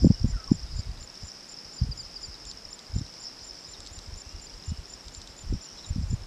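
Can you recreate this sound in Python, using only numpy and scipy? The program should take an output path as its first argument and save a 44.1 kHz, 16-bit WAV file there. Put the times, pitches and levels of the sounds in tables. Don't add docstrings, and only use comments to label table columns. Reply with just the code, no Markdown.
import sys
import numpy as np
from scipy import signal
from scipy.fft import rfft, irfft, next_fast_len
from scipy.io import wavfile
from scipy.ndimage import uniform_filter1d

SR = 44100
rng = np.random.default_rng(int(sys.argv[2]) if len(sys.argv) > 2 else 0)


def undo_db(level):
    steps = np.asarray(level, float) / 20
    return 10 ** steps


def unload_wav(signal):
    wavfile.write(
        sys.argv[1],
        SR,
        np.round(np.clip(np.atleast_2d(signal).T, -1, 1) * 32767).astype(np.int16),
    )


N = 276198


def level(x, db):
    return x * undo_db(db) / np.sqrt(np.mean(x ** 2))


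def curve(table):
    s, *columns = np.transpose(table)
    return [np.interp(np.arange(N) / SR, s, c) for c in columns]


def band(x, lo_hz, hi_hz, order=2):
    return signal.sosfilt(signal.butter(order, [lo_hz, hi_hz], "band", fs=SR, output="sos"), x)


def walk(rate):
    hold = int(SR / rate)
    steps = np.repeat(rng.standard_normal(N // hold + 1), hold)
    return 2.3 * uniform_filter1d(uniform_filter1d(steps, hold), hold)[:N]


def add(out, start, length, hz, db, turn, soft=1.67, fade=0, lean=1):
    u = np.linspace(0, 1, max(int(length * SR), 8))
    pitch = np.polyval(np.polyfit([0, .5, 1], hz, deg=2), u)
    shape = np.abs(np.sin(np.pi * u ** lean)) ** soft * (1 - fade * u ** 3)
    note = undo_db(db) * shape * np.sin(2 * np.pi * (np.cumsum(pitch) / SR + turn))
    at = int(start * SR) + np.arange(len(u))
    inside = (at >= 0) & (at < N)
    out[at[inside]] += note[inside]


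def blips(table, cycles, glide, trim_db, lean=1, push=False):
    out = np.zeros(N)
    turns = rng.random(len(table))
    for (s, db, hz), turn, stretch in zip(table, turns, np.broadcast_to(cycles, len(table))):
        length = stretch / hz
        start = s - length * .5 ** (1 / lean)
        if push:
            turn = 1 / 4 - stretch / 2 * (1 + glide / 2)
        add(out, start, length, hz * np.array([1 + glide, 1, 1 - glide]), db + trim_db, turn, lean=lean)
    return out


def hiss():
    # f/Hz, level per Hz/dB
    spectrum = [(60, -18), (150, 2), (419, -1.5), (630, -3.5), (859, -4.5), (1020, -5.5), (1600, -8),
                (3210, -10.5), (4470, -9.5), (5220, -5), (6460, -12), (13200, -31), (15400, -37)]
    hz, db = np.transpose(spectrum)
    size = next_fast_len(N)
    bins = np.maximum(np.arange(size // 2 + 1) * SR / size, 1)
    tilt = undo_db(np.interp(np.log(bins), np.log(hz), db))
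    return level(irfft(rfft(rng.standard_normal(size)) * tilt, size)[:N], -50)


def far_cricket():
    # t/s, peak/dB
    far_chirps = [(0.0238, -61), (0.2633, -65), (0.5018, -64), (0.7447, -63), (0.9994, -68), (1.2331, -62),
                  (2.809, -68), (3.5794, -67), (3.8043, -65), (4.0213, -64), (4.2767, -65), (4.5314, -66),
                  (4.7652, -66), (5.025, -64), (5.2739, -65), (5.4906, -65), (5.771, -65), (6.0122, -65)]
    dash, rustle, t = np.zeros(N), np.zeros(N), np.arange(N) / SR
    for s, db in far_chirps:
        dash += undo_db(db + 1.5) * np.exp(-((t - s - .032) / .042) ** 4)
        rustle += undo_db(db - 11.0) * np.exp(-((t - s - .03) / 0.15) ** 2)
    noise = rng.standard_normal((2, N))
    return dash * level(band(noise[0], 7240, 7550), 0) + rustle * level(band(noise[1], 7500, 7900), 0)


def glides(table, soft, arch_hz=0):
    out = np.zeros(N)
    for (s, length, first, last, db), turn in zip(table, rng.random(len(table))):
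        add(out, s, length, (first, (first + last) / 2 + arch_hz, last), db, turn, soft=soft)
    return out


def whistle(table):
    hz, db = curve(table)
    return undo_db(db) * np.sin(2 * np.pi * np.cumsum(hz) / SR)


def clear_birds():
    # start t/s, length/s, peak/dB
    near_chirps = [
        (1.778, 0.025, -34.5),
        (1.911, .023, -30.5),
        (1.986, 0.029, -31.5),
        (2.155, 0.021, -31),
        (2.23, 0.026, -30.5),
    ]
    # start t/s, length/s, first f/Hz, last f/Hz, peak/dB
    arched = [
        (4.24, 0.2, 2560, 2790, -62),
        (4.641, 0.169, 2750, 2820, -57.5),
    ]
    # t/s, f/Hz, level/dB
    climb = [
        (5.595, 2250, -80),
        (5.612, 2400, -64),
        (5.645, 2780, -61),
        (5.68, 2900, -59),
        (5.705, 3070, -58),
        (5.73, 3300, -63),
        (5.75, 3400, -80),
    ]
    out = np.zeros(N)
    for (s, length, db), turn in zip(near_chirps, rng.random(len(near_chirps))):
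        add(out, s, length, (5190, 4857, 4550), db, turn, soft=.8)
    return out + glides(arched, .3, arch_hz=140) + whistle(climb)


def far_birds():
    # start t/s, middle f/Hz, peak/dB
    chips = [(.827, 3800, -53), (2.341, 3950, -47), (3.24, 4400, -56), (3.275, 4300, -56),
             (3.29, 4000, -55), (3.673, 3780, -54), (3.73, 4110, -48), (3.739, 3740, -46.5),
             (4.492, 4200, -61), (5.68, 4150, -57), (5.725, 3770, -60), (5.84, 3400, -57),
             (5.773, 4050, -48), (5.783, 3800, -45), (5.832, 4070, -47), (5.841, 3800, -45),
             (5.788, 4050, -53), (5.79, 3600, -55), (5.846, 3950, -54)]
    # start t/s, length/s, first f/Hz, last f/Hz, peak/dB
    far_notes = [
        (0.662, 0.036, 3600, 3800, -55),
        (.642, .022, 4500, 3900, -61),
        (.71, .04, 4150, 4100, -61),
        (0.768, 0.014, 3830, 3700, -57),
        (0.785, 0.075, 2310, 2180, -59),
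        (0.88, 0.025, 4100, 3630, -59),
        (5.762, 0.04, 3330, 3400, -58),
        (5.59, .03, 3370, 3330, -63),
    ]
    chip_s, fall = 0.014, 0.05
    chip_glides = [(s, chip_s, hz * (1 + fall), hz * (1 - fall), db) for s, hz, db in chips]
    return (glides(chip_glides, .8) + glides(far_notes, .8)) * undo_db(1.2 * walk(300))


def hoarse_bird():
    # start t/s, length/s, first f/Hz, last f/Hz, peak/dB
    hoarse_notes = [
        (0.126, 0.038, 3020, 2880, -53),
        (0.255, .07, 2000, 1900, -63),
        (.322, .045, 1980, 1700, -55),
        (.36, .1, 1600, 1480, -57),
        (.464, 0.034, 1110, 1100, -48.5),
        (.488, .024, 1030, 950, -51),
        (.503, .024, 880, 760, -54),
    ]
    # t/s, f/Hz, level/dB
    slide = [
        (.318, 1600, -70),
        (.335, 1530, -53.5),
        (.357, 1470, -53.5),
        (.372, 1375, -52),
        (.395, 1300, -53),
        (.425, 1290, -50.5),
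        (.445, 1290, -53),
        (.462, 1300, -58),
        (.475, 1280, -80),
    ]
    return glides(hoarse_notes, .6) + whistle(slide)


def birds():
    far, hoarse = far_birds(), hoarse_bird()
    steady = clear_birds() + hoarse * (.9 + .3 * walk(260))
    t = np.arange(int(.08 * SR)) / SR
    bushes = rng.standard_normal(len(t)) * np.exp(-t / .015)
    bushes = bushes / np.linalg.norm(bushes)
    into_bushes = undo_db(-16) * steady + undo_db(-7) * hoarse + undo_db(-7) * far
    return steady + far + signal.fftconvolve(into_bushes, bushes)[:N]


def chirr():
    # t/s, level/dB, centre f/Hz
    crowd = [(0, -45.5, 5206), (.2, -47.5, 5250), (.4, -51.5, 5273), (.85, -49, 5040), (1.05, -57, 5114),
             (1.25, -46.5, 5330), (1.45, -51, 5220), (2.05, -47.5, 5183), (2.38, -51, 5150),
             (3.02, -47.5, 5270), (3.6, -47, 5230), (3.9, -52, 5200), (4.3, -50.5, 5360), (4.95, -50, 5210),
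             (5.4, -55, 5184), (5.63, -48, 5460), (6.0, -54, 5280), (6.26, -59, 5130)]
    db, centre = curve(crowd)
    chance = rng.random((3200, 2))
    size, spread = np.clip(rng.standard_normal((len(chance), 2)).T, -2, 2)
    at = chance[:, 0] * (N - 1) / SR
    hz = centre[(at * SR).astype(int)] + 185 * spread
    grains = blips(np.c_[at, 3.1 * size, hz], 12 + 20 * chance[:, 1], 0.0033, 0, lean=.7)
    throb = np.sin(2 * np.pi * np.cumsum(13.2 + .8 * walk(3)) / SR)
    blur = band(rng.standard_normal(N), 1.3, 560, order=3) * np.cos(2 * np.pi * np.cumsum(centre) / SR)
    swing_db = 1.14 * walk(29.97) + 1.7 * throb + 0.86 * walk(6)
    return undo_db(db - 0.43 + swing_db) * (level(grains, -1.25) + level(blur, -4.0))


def strokes():
    # t/s, peak/dB, wing f/Hz
    beats = [(0.0507, -32, 5190), (0.121, -31.5, 5370), (0.1433, -30, 5330), (0.1948, -33, 5220),
             (0.229, -36, 5170), (0.3062, -45, 5270), (0.3466, -40, 5380), (0.365, -35, 5200),
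             (0.4, -32, 5190), (0.441, -31, 5340), (0.4757, -28, 5400), (0.5217, -31.5, 5420),
             (0.554, -34.5, 5450), (0.6, -35.5, 5500), (0.6315, -32.5, 5400), (0.723, -38, 4860),
             (0.7711, -37, 4860), (0.833, -35, 5290), (0.8543, -41, 5150), (0.9148, -39, 4750),
             (0.963, -47, 5050), (1.0056, -41, 4870), (1.0241, -36, 5350), (1.074, -34, 5200),
             (1.0986, -32, 5370), (1.1404, -33.5, 5300), (1.1742, -33, 5360), (1.2131, -34.5, 5340),
             (1.2336, -34, 5100), (1.2875, -34, 5280), (1.3165, -34, 5480), (1.3728, -47, 5600),
             (1.4177, -53, 5280), (1.4421, -39, 4820), (1.4651, -40, 5290), (1.494, -35, 5300),
             (1.5412, -33, 5200), (1.572, -37, 5390), (1.5863, -33, 5240), (1.6117, -35, 5190),
             (1.6501, -31, 5260), (1.694, -37, 5170), (1.723, -36, 5300), (1.7654, -35, 5060)]
    # t/s, peak/dB, wing f/Hz
    lone = [
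        (1.835, -30.5, 5020),
        (1.9764, -30, 5050),
        (2.0323, -39, 4970),
        (2.049, -30.5, 5190),
        (2.1964, -39, 5000),
    ]
    # t/s, peak/dB, wing f/Hz
    beats_on = [(2.3412, -35, 5260), (2.4194, -36, 5240), (2.4764, -43, 4870), (2.498, -32, 5260),
                (2.5727, -31, 5300), (2.62, -38, 5220), (2.651, -28, 5260), (2.688, -36, 5350),
                (2.7286, -27.5, 5260), (2.7907, -39, 4800), (2.7968, -38, 5240), (2.847, -47, 5040),
                (2.8655, -37, 4900), (2.9179, -36, 5190), (2.9373, -34, 5130), (2.9643, -40, 5150),
                (2.9847, -34, 5200), (3.0147, -33, 5300), (3.0645, -45, 5400), (3.0899, -42, 5310),
                (3.1284, -39, 5300), (3.1399, -37, 5260), (3.2711, -49, 5350), (3.3009, -47, 5120),
                (3.3125, -38, 5060), (3.3619, -42, 5230), (3.3873, -37, 5250), (3.434, -40, 5280),
                (3.4961, -37, 5170), (3.508, -29.5, 5270), (3.5322, -37, 5270), (3.5874, -34, 5400),
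                (3.6065, -40, 5300), (3.6482, -41, 5230), (3.6866, -45, 5120), (3.7111, -45, 5200),
                (3.735, -37, 5320), (3.8293, -38, 5160), (3.8629, -39, 5310), (3.9805, -41, 5360),
                (4.061, -34, 5180), (4.0967, -43, 5570), (4.1216, -40, 5260), (4.1389, -34.5, 5470)]
    # t/s, peak/dB, wing f/Hz
    beats_late = [(4.217, -31, 5370), (4.2916, -32, 5420), (4.3235, -43, 4980), (4.361, -35, 5400),
                  (4.3957, -36, 4800), (4.4682, -34.5, 4770), (4.4956, -37, 5250), (4.5195, -40, 5340),
                  (4.5386, -34, 4800), (4.5766, -38, 5200), (4.598, -38, 4890), (4.6234, -33, 5240),
                  (4.6553, -41, 5050), (4.6922, -34, 5210), (4.773, -34, 5290), (4.8167, -53, 5290),
                  (4.8546, -33, 5300), (4.8967, -44, 5350), (4.9364, -29.5, 5380), (4.9746, -40, 5260),
                  (5.007, -34, 5430), (5.0602, -40, 5200), (5.1212, -41, 5380), (5.1472, -38, 5330),
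                  (5.216, -42, 5280), (5.2744, -42, 5450), (5.3737, -50, 5000), (5.445, -40, 5270),
                  (5.4864, -36, 5400), (5.535, -34.5, 5470), (5.5822, -48, 5640), (5.6127, -36, 5380),
                  (5.6341, -38, 5450), (5.657, -43, 5620), (5.687, -34, 5460), (5.7254, -38, 5460),
                  (5.7583, -42, 5310), (5.8092, -34.5, 5350), (5.8441, -37, 5340), (5.8634, -36, 5330),
                  (5.8895, -40, 5330), (5.9289, -38, 5360), (5.9558, -34.5, 5300), (6.0327, -37, 5200),
                  (6.109, -36, 5270), (6.1594, -45, 5120), (6.2187, -42, 5350), (6.2343, -36, 5270)]
    late_by = [.002, 0, 0]
    return blips(np.vstack([beats, lone, beats_on, beats_late]) + late_by, 31, 0.013, -1.4, lean=.5)


def snaps():
    # t/s, low ring peak/dB, high ring/dB, low ring f/Hz
    wing_snaps = [(0.9747, -43, -70, 3900), (1.0286, -42, -55, 4390), (1.1545, -39, -53, 3460),
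                  (2.453, -39.5, -42, 3620), (2.5138, -33.5, -47, 4465), (2.7913, -38.5, -50, 3750),
                  (2.947, -47, -57, 4100), (2.975, -48, -70, 3810), (2.987, -46, -70, 3760),
                  (2.995, -43, -70, 3850), (3.064, -42, -58, 3940), (3.1386, -45, -54, 3960),
                  (3.3924, -43, -67, 4200), (3.8044, -41.5, -39.5, 4074), (3.852, -44, -61, 4180),
                  (3.8636, -39, -43, 4470), (3.8724, -34.5, -46, 4300), (3.9898, -38, -46, 4350),
                  (4.638, -41.5, -65, 3950), (4.7027, -43, -57, 3700), (5.083, -35.5, -47, 3770),
                  (5.149, -38, -47, 4360), (5.217, -36.5, -46, 4330), (5.2742, -37, -48, 3660),
                  (5.391, -42, -55, 3670), (5.643, -41, -64, 4450), (5.9374, -50, -65, 3890)]
    out, t = np.zeros(N), np.arange(int(0.014 * SR)) / SR
    for (s, db, high_db, hz), noise in zip(wing_snaps, rng.standard_normal((len(wing_snaps), len(t)))):
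        low = undo_db(db + 9.5) * np.exp(-t / 0.00059) * np.sin(2 * np.pi * hz * t)
        high = undo_db(high_db + 17.5) * np.exp(-t / 0.00096) * np.sin(2 * np.pi * 7600 * t)
        crack = undo_db(min(db, high_db + 10) + 5) * np.exp(-t / .0006) * np.sin(2 * np.pi * 5800 * t)
        scatter = undo_db(min(db, high_db + 16) + 0.5) * np.exp(-t / 0.0051) * noise
        out[int(s * SR):int(s * SR) + len(t)] += low + high + crack + scatter
    return band(out, 3490, 6800, order=3)


def cricket():
    # last stroke t/s, lead tick under the chirp/dB
    chirps = [(0.059, -20), (0.297, -8), (0.541, -9), (0.785, -8), (1.029, -20), (1.269, -12), (1.511, -24),
              (1.759, -11), (2.0, -7), (2.247, -8), (2.49, -5), (2.732, -19), (2.976, -12), (3.224, -22),
              (3.466, -11), (3.711, -11), (3.953, -6), (4.197, -7), (4.441, -12), (4.684, -9), (4.924, -6),
              (5.163, -8), (5.404, -6), (5.644, -24), (5.884, -7), (6.125, -8)]
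    warm_up = [0, 2.0]
    out = np.zeros(N)
    for (s, lead_db), turn in zip(chirps, rng.random((len(chirps), 2))):
        middle = np.interp(s, warm_up, (.012, .0192))
        db = np.interp(s, warm_up, (-46, -44.6))
        begin = s - .0068 - middle
        middle_hz = [7115 - 2.5 / middle, 7270 - 1.5 / middle, 7070]
        add(out, s - .001, .0275, [7100, 7200, 6760], db + 3.5, turn[0], soft=0.57, fade=0.61)
        add(out, begin - .001, middle + .0015, middle_hz, db + 1.5, turn[1], soft=.3)
        add(out, begin - .014, .007, [6850, 6930, 6900], db + lead_db + 3, turn[0], soft=.7)
    return out


def wind_swells():
    # t/s, peak/dB, f/Hz
    pushes = [(.038, -13.5, 70.4), (.058, -28, 90.5), (.106, -15, 101), (.217, -21, 81), (.246, -17.5, 93),
              (.27, -26, 85), (.305, -26, 90), (.362, -25, 99.5), (.51, -26, 95), (.534, -43, 87),
              (.644, -27.5, 50.6), (.796, -21.5, 75), (1.239, -30.5, 77), (1.822, -15.5, 86.6),
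              (1.838, -21.5, 105), (1.898, -24, 91.5), (2.943, -23.5, 70.94), (2.962, -20.5, 80.4),
              (2.986, -22, 103), (3.02, -26, 87), (4.686, -26, 80.7), (4.711, -22.5, 58),
              (5.478, -25.5, 43.4), (5.51, -23, 43.6), (5.537, -20.5, 81.5), (5.911, -19.5, 74),
              (5.966, -24, 93), (5.997, -21, 70), (6.041, -19.5, 74.5), (6.108, -22.5, 86),
              (6.142, -18, 95)]
    # t/s, peak/dB
    puffs = [(0.571, -37), (0.769, -33), (0.872, -32.5), (.896, -34), (.99, -43), (1.661, -44.5),
             (1.873, -28), (1.914, -32), (1.96, -47), (2.0, -54), (2.905, -38), (3.05, -45), (5.45, -36),
             (5.57, -42), (5.88, -38), (3.699, -49), (3.921, -38.5), (5.42, -44), (5.6, -48), (2.07, -44.5),
             (2.29, -35), (2.479, -46), (2.67, -47), (3.419, -45), (3.798, -44), (3.983, -35.5),
             (4.087, -31.5), (4.133, -32), (4.168, -35.5), (4.272, -36), (4.35, -30.5), (4.794, -29.5),
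             (5.069, -44), (5.182, -35), (5.3, -41.5), (5.73, -45.5), (6.161, -38), (6.223, -32.5)]
    puff_hz = 66.2
    return blips([*pushes, *((s, db, puff_hz) for s, db in puffs)], 1.78, 0.3, 0.93, push=True)


def wind_flicks():
    # t/s, peak/dB, f/Hz
    eddies = [(.025, -26, 202), (.037, -22, 215), (.0485, -8, 242), (.0585, -10.5, 156), (.071, -9.5, 190),
              (.106, -10.5, 182), (.116, -22.5, 174), (.246, -19, 200), (.255, -21, 185),
              (.289, -32.5, 168), (.365, -41.5, 188), (.519, -8.5, 207), (.511, -37, 150),
              (.54, -31.5, 149), (.552, -33.5, 119), (.795, -36.5, 167), (1.237, -44, 187),
              (1.821, -26, 146.4), (1.847, -34, 187), (1.89, -37.5, 189.5), (2.964, -25, 161),
              (2.994, -38, 184), (3.013, -32, 215), (4.722, -27.5, 159), (5.527, -25.5, 251),
              (5.544, -30, 190), (5.554, -30.5, 140), (5.503, -33, 140), (5.44, -43.5, 129.6),
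              (5.925, -35, 110), (5.91, -35, 151), (5.964, -27, 193), (5.985, -24.5, 155),
              (6.014, -31, 170.5), (6.027, -34, 113), (6.108, -50, 140), (6.119, -29, 131),
              (6.132, -25, 173), (6.142, -39, 140)]
    # t/s, peak/dB, f/Hz
    cracks = [(.047, -16.5, 470), (.047, -54, 900), (.066, -27.5, 516), (.068, -36, 750), (.11, -27.5, 410),
              (.11, -38, 760), (.247, -33, 424), (.519, -23, 327), (2.966, -40, 364), (3.013, -58, 400),
              (5.527, -40, 445), (6.132, -38.5, 383)]
    flicks = blips(eddies, 2.09, 0.0077, 4.4, push=True)
    edges = blips(np.multiply(eddies, [1, 1, 1.7]), 1.53, 0.17, -20, push=True)
    return flicks + edges + blips(cracks, 3.29, 0.036, 0.84)


def wind():
    # t/s, level/dB
    gusts = [(0, -24), (.14, -49), (.45, -44.5), (.75, -39.5), (1.0, -50), (1.3, -62), (1.45, -64),
             (1.75, -63), (2.3, -52), (2.8, -59.5), (3.22, -62), (3.45, -55.5), (4.2, -58), (4.5, -51),
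             (4.9, -50), (5.65, -68), (6.0, -42), (6.26, -41)]
    db, = curve(gusts)
    rumble = level(band(rng.standard_normal(N), 27.2, 57.2), 0)
    rumble = rumble + level(band(rng.standard_normal(N), 64.4, 147.0, order=3), -9.5)
    swells = wind_swells()
    wake_s, lead = 0.042, int(.03 * SR)
    power = signal.fftconvolve(swells ** 2, np.hanning(int(2 * wake_s * SR)))[lead:lead + N]
    wake = undo_db(-9) * np.sqrt(np.abs(power) / (wake_s * SR))
    return (undo_db(db) + wake) * undo_db(2.0 * walk(24.87)) * rumble + swells + wind_flicks()


def scene():
    insects = far_cricket() + chirr() + strokes() + snaps() + cricket()
    return (hiss() + birds() + insects + wind())[None]


def band_limit(x):
    return signal.sosfilt(signal.butter(12, 15600, fs=SR, output="sos"), x)


def record(dry):
    top = signal.ellip(8, .2, 60, 15450, fs=SR, output="sos")
    rounded = 1.14 * np.tanh(dry / 1.294)
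    return band_limit(signal.sosfilt(top, rounded))


dry = scene()
out = record(dry)
unload_wav(out)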